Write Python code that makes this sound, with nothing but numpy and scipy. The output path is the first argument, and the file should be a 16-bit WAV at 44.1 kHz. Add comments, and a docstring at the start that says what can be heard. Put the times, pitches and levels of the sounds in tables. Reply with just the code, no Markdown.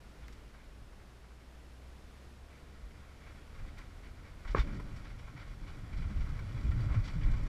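"""A glider's take-off run on tow over a grass strip, from one microphone inside the closed cockpit.
Air hisses round the canopy; far ahead the tow plane's propeller drones up in pitch. Below, the wheel
rumbles over the turf, the hollow fuselage drums and loose fittings rattle and clink close by.
About 4.5 s in, one hard jolt knocks the hull and the tail tube booms. Then the ride grows rougher
as speed builds, with bumps coming thick and fast."""
import sys
import numpy as np
from scipy import signal
from scipy.fft import rfft, irfft
from scipy.io import wavfile
from scipy.ndimage import uniform_filter1d

SR = 44100
rng = np.random.default_rng(int(sys.argv[2]) if len(sys.argv) > 2 else 0)


def dump_mix(stems):
    """Bounce the given channels to the path in sys.argv[1] as a 16-bit WAV at rate SR."""
    frames = np.atleast_2d(stems).T  # one column per channel
    limited = np.clip(frames, -1, 1)  # hard clip at full scale
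    pcm = np.round(limited * 32767).astype(np.int16)
    wavfile.write(sys.argv[1], SR, pcm)


N = 329868
TIME = np.arange(N) / SR
ROUGH_DB = -47  # the ride level that counts as rough

# modes of the hollow fuselage: pitch_hz, t60_s, gain_db
FUSELAGE_MODES = [(150.7, 0.092, -1), (203, 0.13, -2.5), (221, 0.098, -2), (293.2, 0.075, -1),
                  (381, 0.048, -8.5), (570, 0.032, -9.5)]


def undb(db):
    """Decibels to gain."""
    return 10 ** (np.asarray(db) / 20)


def unit(x):
    """Scale to rms 1."""
    return x / np.sqrt(np.mean(x ** 2))


def curves(rows):
    """Each column after the first (time_s) as a line through time."""
    times, *columns = np.transpose(rows)
    return [np.interp(TIME, times, column) for column in columns]


def wander(rate_hz):
    """A slow random drift of rms 1."""
    hold = int(SR / rate_hz)
    steps = np.repeat(rng.standard_normal(N // hold + 1), hold)
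    return unit(uniform_filter1d(steps, hold)[:N])


def colour(x, spectrum):
    """Causal filter whose response follows rows of freq_hz, gain_db."""
    hz, db = np.transpose(spectrum)
    bin_hz = np.maximum(np.fft.rfftfreq(2 * N, 1 / SR), 1)
    gain = undb(np.interp(np.log(bin_hz), np.log(hz), db))
    cepstrum = irfft(np.log(gain))[:N]
    cepstrum[1:] *= 2  # minimum phase: nothing sounds ahead of an impact
    return irfft(rfft(x, 2 * N) * np.exp(rfft(cepstrum, 2 * N)))[:N]


def ring(x, modes, sense=-1):
    """Drive decaying modes; neighbours swing in opposite senses, or all in step if sense is 1."""
    t = TIME[:SR // 4]
    response = sum(sense ** k * undb(db - 60 * t / t60) * np.sin(2 * np.pi * hz * t)
                   for k, (hz, t60, db) in enumerate(modes))
    return signal.fftconvolve(x, response)[:N]


def swell(start_s, rise_s):
    """An envelope that rises to 1 in rise_s, then dies away."""
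    age = np.clip((TIME - start_s) / rise_s, 0, 20)
    return age * np.exp(1 - age)


def contacts(per_s, spread_db):
    """Random tiny impacts of uneven size."""
    size = undb(spread_db * np.minimum(rng.exponential(size=N), 4))
    hits = rng.random(N) < per_s / SR
    return unit(hits * size * rng.choice([-1, 1], N))


def air(hiss_db=-57.5, whistle_db=-93.5, whistle_hz=5620, whistle_t60_s=0.03):
    """Air flows round the canopy: a smooth, slightly wavering hiss with a faint whistle in it."""
    # spectrum of the airflow: freq_hz, gain_db
    spectrum = [(25, 0), (60, 0), (120, -6.5), (250, -9), (500, -12), (900, -16.5), (1350, -17.5),
                (1700, -19), (2400, -22), (3500, -25), (5200, -28.5), (8500, -34), (11000, -35.5),
                (13000, -41.5), (15000, -42)]
    hiss = unit(colour(rng.standard_normal(N), spectrum))
    whistle = unit(ring(hiss, [(whistle_hz, whistle_t60_s, 0)]))
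    return (undb(hiss_db) * hiss + undb(whistle_db) * whistle) * undb(0.52 * wander(6))


def tow_plane(octave_db=-18.5):
    """Far ahead, the propeller's low note climbs as the throttle opens."""
    # the propeller's drone: time_s, blade_rate_hz, level_db
    propeller = [(0, 54.4, -54), (.28, 54.7, -55), (.55, 56.5, -57), (1.4, 59.1, -55), (1.91, 63.3, -53.5),
                 (3.06, 72, -57), (3.86, 77.3, -56), (4.5, 80, -57.5), (7.48, 85, -57.5)]
    blade_hz, level_db = curves(propeller)
    phase = 2 * np.pi * np.cumsum(blade_hz * (1 + .002 * wander(8))) / SR
    drone = np.sin(phase) + undb(octave_db) * np.sin(2 * phase)
    return np.sqrt(2) * undb(level_db + 0.2 * wander(5.4)) * drone


def ride():
    """How hard the turf works the wheel, in dB above a rough ride."""
    # roughness along the run: time_s, level_db
    roughness = [(0.0, -62.5), (0.46, -60.5), (0.81, -62.5), (1.46, -65.5), (3.62, -57.5), (4.4, -55.5),
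                 (4.73, -47), (5.25, -53.5), (5.98, -48), (6.15, -44.5), (6.52, -45.5), (6.81, -39),
                 (7.07, -42), (7.33, -40), (7.48, -38.5)]
    return curves(roughness)[0] - ROUGH_DB


def ruts(rise_s=0.041):
    """The envelope of the ruts: each loads the wheel quickly and lets go slowly."""
    # ruts that heave the whole airframe: start_s, level_db
    crossings = [(.19, -51.5), (3.58, -42), (4.0, -47), (4.536, -30.5), (4.82, -47), (5.92, -34.5),
                 (6.14, -35.5), (6.26, -42), (6.64, -35.5), (6.88, -34), (7.24, -29)]
    return sum(undb(db) * swell(start, rise_s) for start, db in crossings)


def wheel(heave_db=-43, tyre_db=-46, rut_tyre_db=-11.5):
    """Under the cockpit, tufts and ruts heave the airframe and bounce the tyre, more on a rough ride."""
    # spectrum of the heaving airframe: freq_hz, gain_db
    heave_spectrum = [(10, -22.5), (20, 2.5), (40, 0.5), (62, -5), (85, -22), (130, -23.5), (300, -78)]
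    # spectrum of the bouncing tyre: freq_hz, gain_db
    tyre_spectrum = [(50, -14), (80, -4), (110, 0.5), (130, -3.5), (175, -17.5), (300, -39), (600, -43),
                     (2000, -99)]
    # the tyre bounces less near the end of the run: time_s, change_db
    tyre_ease = [(6.3, 0), (6.42, -2), (7.0, -0.5), (7.08, -3.5)]
    heave = unit(colour(contacts(per_s=910, spread_db=1.5), heave_spectrum))
    tyre = unit(colour(contacts(per_s=1100, spread_db=-3.0), tyre_spectrum))
    ride_db, rut_load = ride(), ruts()
    turf_heave = undb(heave_db + 0.98 * ride_db)
    turf_bounce = undb(tyre_db + 1.34 * ride_db + curves(tyre_ease)[0])
    return heave * np.hypot(turf_heave, rut_load) + tyre * np.hypot(turf_bounce, undb(rut_tyre_db) * rut_load)


def fuselage(drum_db=-56, rut_drum_db=-19):
    """The hollow fuselage drums with the ride and with every rut."""
    drum = unit(ring(contacts(per_s=1200, spread_db=1.0), FUSELAGE_MODES))
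    turf_drive = undb(drum_db + 0.77 * ride())
    return drum * np.hypot(turf_drive, undb(rut_drum_db) * ruts())


def shell(impacts, ring_db=1.0):
    """Contacts heard through the cockpit: a dry tick and the ring of the shell."""
    # spectrum of the dry tick: freq_hz, gain_db
    tick_spectrum = [(150, -6.5), (450, 4.5), (700, 3), (1200, 2), (2300, -3), (2750, -10), (5500, -12.5),
                     (8000, -21), (10000, -30), (15000, -42)]
    # modes of the cockpit shell and its fittings: pitch_hz, t60_s, gain_db
    shell_modes = [(1105, 0.048, -3.5), (1274, 0.071, 0), (1384, 0.035, 1), (1463, 0.029, 6.5),
                   (1586, 0.03, -10), (1867, 0.08, -3), (2010, 0.032, -5), (2134, 0.047, 2),
                   (2270, 0.014, 2.5), (2445, 0.061, -4), (3006, 0.041, -12), (3374, 0.051, -6.5),
                   (3680, 0.044, -18.5), (3980, 0.05, -9.5), (4584, 0.02, -10.5), (4790, 0.05, -11),
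                   (5560, 0.038, -15.5), (5900, 0.04, -15), (7370, 0.016, -15)]
    tick = unit(colour(impacts, tick_spectrum))
    return unit(tick + undb(ring_db) * unit(ring(impacts, shell_modes)))


def stray_bursts(per_s=8.7, burst_db=-12, rise_s=0.0036):
    """Strength of the rattling: a steady floor with short bursts at uneven intervals."""
    count = np.floor(np.cumsum(per_s * undb(6 * wander(9.9))) / SR)
    onsets = np.diff(count, prepend=0) * undb(1.3 * wander(7.9))
    bursts = signal.fftconvolve(onsets, swell(0, rise_s))[:N]
    return unit(np.hypot(1, undb(burst_db) * unit(bursts)))


def rattle(shake_db=-59.5, loose_at_db=-15, loose_range_db=0.6):
    """Fittings sit still on a gentle ride, come loose on a harder one and buzz in uneven flurries."""
    flurries = contacts(per_s=1000, spread_db=0.2) * undb(1.7 * wander(30)) * stray_bursts()
    ride_db = ride()
    looseness = 1 / (1 + np.exp((loose_at_db - ride_db) / loose_range_db))
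    return shell(flurries) * looseness * undb(shake_db + 0.58 * ride_db)


def chatter(focus_db_per_octave=5.5, floor_db=-22):
    """Close by, single fittings clatter in short bursts, each strongest round a pitch of its own."""
    # fittings that chatter: start_s, level_db, rise_s, pitch_hz
    fittings = [(.215, -63.5, 0.016, 2200), (0.2815, -52, 0.0013, 2900), (.323, -62, .005, 7500),
                (.536, -61.5, 0.011, 1300), (.585, -67, .018, 2000), (.92, -63.5, .008, 1300),
                (.995, -65, 0.01, 1500), (1.235, -64, .011, 1350), (1.3, -66, .012, 1400),
                (1.395, -67, .012, 2000), (2.48, -66.5, 0.039, 2200), (2.905, -63, .007, 2100),
                (3.02, -65, .025, 1300), (3.2, -62.5, 0.025, 2000), (3.262, -60.5, 0.013, 2200),
                (3.37, -64, .008, 1600), (3.545, -63, .008, 1300), (3.585, -60, 0.0099, 2200),
                (3.645, -59, .005, 1100), (3.672, -59, 0.0094, 2600), (3.768, -54.5, 0.019, 2200),
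                (4.03, -59.5, 0.021, 2200), (4.235, -60.5, 0.027, 2000), (4.447, -51.5, 0.01, 1400),
                (4.474, -52.5, 0.011, 3000), (4.505, -59, 0.0084, 5500), (4.553, -41, 0.0077, 1280),
                (4.566, -41.5, 0.007, 1290), (4.58, -42.5, 0.0041, 2020), (4.59, -46, 0.013, 2920),
                (4.664, -54, 0.021, 1520), (4.796, -48, 0.0052, 940), (4.958, -60.5, 0.0095, 5500),
                (5.042, -54.5, 0.016, 2300), (5.1, -63, 0.0087, 3000), (5.185, -57, 0.0092, 3000),
                (5.268, -57, 0.011, 1410), (5.361, -54, 0.014, 2240), (5.41, -59, 0.017, 2400),
                (5.665, -57, 0.017, 3000), (5.925, -54.5, 0.0087, 2400), (5.965, -62, 0.011, 5000),
                (6.015, -55.5, 0.0084, 2400), (6.04, -56.5, 0.0065, 1200), (6.098, -58, 0.0097, 2210),
                (6.163, -57.5, 0.011, 3020), (6.205, -62, 0.0052, 4500), (6.345, -60, .008, 2200),
                (6.388, -52.5, 0.0071, 2300), (6.435, -67, 0.0071, 2400), (6.518, -59, .005, 4000),
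                (6.563, -58.5, 0.013, 2200), (6.605, -60, .005, 4500), (6.632, -63, .008, 5500),
                (6.713, -52.5, 0.0058, 2600), (6.803, -66, 0.0061, 5470), (6.884, -50, 0.013, 1100),
                (6.918, -56, 0.01, 2600), (6.939, -49.5, 0.01, 1400), (7.038, -54.5, 0.0088, 4500),
                (7.054, -54, 0.0073, 4000), (7.076, -53, 0.0065, 4200), (7.098, -52.5, 0.0047, 2100),
                (7.21, -53, 0.01, 2200), (7.232, -57.5, 0.0059, 3500), (7.255, -55, 0.024, 1400),
                (7.312, -59, .0036, 8000), (7.436, -57, 0.0018, 8000)]
    clatter = shell(contacts(per_s=3500, spread_db=-1.2), ring_db=-2.5)
    out, size = np.zeros(N), SR // 5
    bin_hz = np.clip(np.fft.rfftfreq(size, 1 / SR), 300, 12000)
    for start, db, rise, hz in fittings:
        span = slice(int(start * SR), int(start * SR) + size)
        octaves_away = np.abs(np.log2(bin_hz / hz))
        focus = undb(np.maximum(-focus_db_per_octave * octaves_away, floor_db))
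        burst = irfft(rfft(clatter[span], size) * focus, size)[:len(out[span])]
        out[span] += undb(db) * swell(start, rise)[span] * unit(burst)
    return out


def bumps(sag=0.039):
    """Larger bumps set the airframe swinging for a few cycles; the pitch sags as the load comes off."""
    # bumps that flex the airframe: start_s, level_db, pitch_hz, rise_s
    flexes = [(.222, -48, 55.7, .012), (2.828, -39.5, 48.4, 0.017), (4.45, -34, 29, 0.017),
              (4.492, -28.5, 42.5, 0.021), (4.5513, -27, 114, .003), (4.587, -20.5, 47, 0.0088),
              (4.591, -32, 120, 0.0056), (4.934, -42, 126.4, 0.011), (5.35, -42.5, 135, 0.0053),
              (5.825, -44, 165, 0.013), (5.985, -39, 159, 0.013), (6.049, -31, 77, 0.013),
              (6.1, -44.5, 206, 0.014), (6.17, -34, 72.7, 0.014), (6.286, -34.5, 72, 0.014),
              (6.315, -38, 140, .009), (6.545, -32, 104, 0.011), (6.638, -27, 52, 0.0079),
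              (6.648, -43, 218, 0.0097), (6.674, -24, 63, 0.015), (6.747, -30, 50, 0.0055),
              (6.761, -28.5, 116, 0.0077), (6.845, -32, 109.4, 0.019), (6.91, -29.5, 66, 0.01),
              (6.945, -45, 213, 0.0078), (6.96, -21.5, 105.3, 0.012), (7.153, -32.5, 158, 0.012),
              (7.246, -19.5, 33, .012), (7.255, -47.5, 284, 0.018), (7.315, -21.5, 34.2, 0.0096)]
    out = np.zeros(N)
    for start, db, hz, rise in flexes:
        age = np.maximum(TIME - start, 0)
        cycles = hz * (age + sag * rise * np.tanh(age / rise))
        out += undb(db) * swell(start, rise) * np.sin(2 * np.pi * cycles)
    return out


def clinks(rise_s=0.0055):
    """Small metal parts ring briefly, each on one note."""
    # clinks of metal: start_s, level_db, pitch_hz
    notes = [(.236, -65, 3430), (.324, -68, 4700), (3.415, -68, 3330), (3.676, -67, 3700),
             (4.594, -45.5, 3600), (6.713, -53, 1850), (6.717, -52, 1355), (6.801, -59, 4630),
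             (6.942, -50, 1071)]
    return sum(undb(db) * swell(start, rise_s) * np.sin(2 * np.pi * hz * (TIME - start))
               for start, db, hz in notes)


def snaps():
    """Quick clusters of tiny hard contacts that do not ring, probably the canopy in its frame."""
    # dry, bright snaps: start_s, level_db, rise_s
    clusters = [(0.2816, -56, 0.00046), (.325, -68, .003), (3.779, -61.5, .005), (4.589, -57, 0.0053),
                (4.798, -64, .003), (4.96, -68, .003), (6.393, -64, .002), (6.806, -64, .002),
                (7.311, -64, .0015)]
    # spectrum of a snap: freq_hz, gain_db
    spectrum = [(500, -20), (2200, 1), (5500, -1), (9000, -10), (14000, -13)]
    crackle = unit(colour(contacts(per_s=6000, spread_db=3.0), spectrum))
    return crackle * sum(undb(db) * swell(start, rise) for start, db, rise in clusters)


def knocks(contact_s=0.00032, leak_hz=330):
    """Short padded blows ring the hull, its modes starting in step; each push's slow part leaks away."""
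    # hard knocks on the hull: time_s, level_db
    blows = [(0.2818, -51), (4.5486, -19), (4.5503, -24.5), (4.5655, -38), (4.5735, -35), (4.5796, -38),
             (4.587, -34), (4.7987, -43), (6.943, -43)]
    # modes of the hull under a hard knock: pitch_hz, t60_s, gain_db
    hull_modes = [(320, 0.017, -6), (413, 0.018, 2), (540, .02, -9.5), (1112, 0.013, 2.5), (1270, .022, -8),
                  (1620, 0.016, -5.5), (2100, 0.021, -7)]
    push = sum(undb(db) * np.exp(-(2 * (TIME - at) / contact_s) ** 2) for at, db in blows)
    pulse_area = np.sqrt(np.pi) * SR * contact_s / 2
    leak = signal.butter(1, leak_hz, "high", fs=SR, output="sos")
    return ring(signal.sosfilt(leak, push / pulse_area), hull_modes, sense=1)


def boom(start_s=4.61, level_db=-47, rise_s=0.1):
    """Behind the cockpit, the long hollow tail tube shudders on after the jolt."""
    shudder = unit(ring(contacts(per_s=1600, spread_db=-1.5), FUSELAGE_MODES))
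    return undb(level_db) * swell(start_s, rise_s) * shudder


def scene():
    """Everything reaches one microphone behind the canopy."""
    rolling = air() + tow_plane() + wheel() + fuselage()
    jolts = bumps() + knocks() + boom()
    fittings = clinks() + snaps() + rattle() + chatter()
    return (rolling + jolts + fittings)[None]


def record(dry):
    """The sound eases in and out over 5 ms, and the treble above about 15 kHz is cut."""
    ease = np.minimum(np.minimum(TIME, TIME[::-1]) / .005, 1)
    lowpass = signal.ellip(10, .2, 70, 14950, fs=SR, output="sos")
    return signal.sosfilt(lowpass, dry * ease)


dry = scene()
out = record(dry)
dump_mix(out)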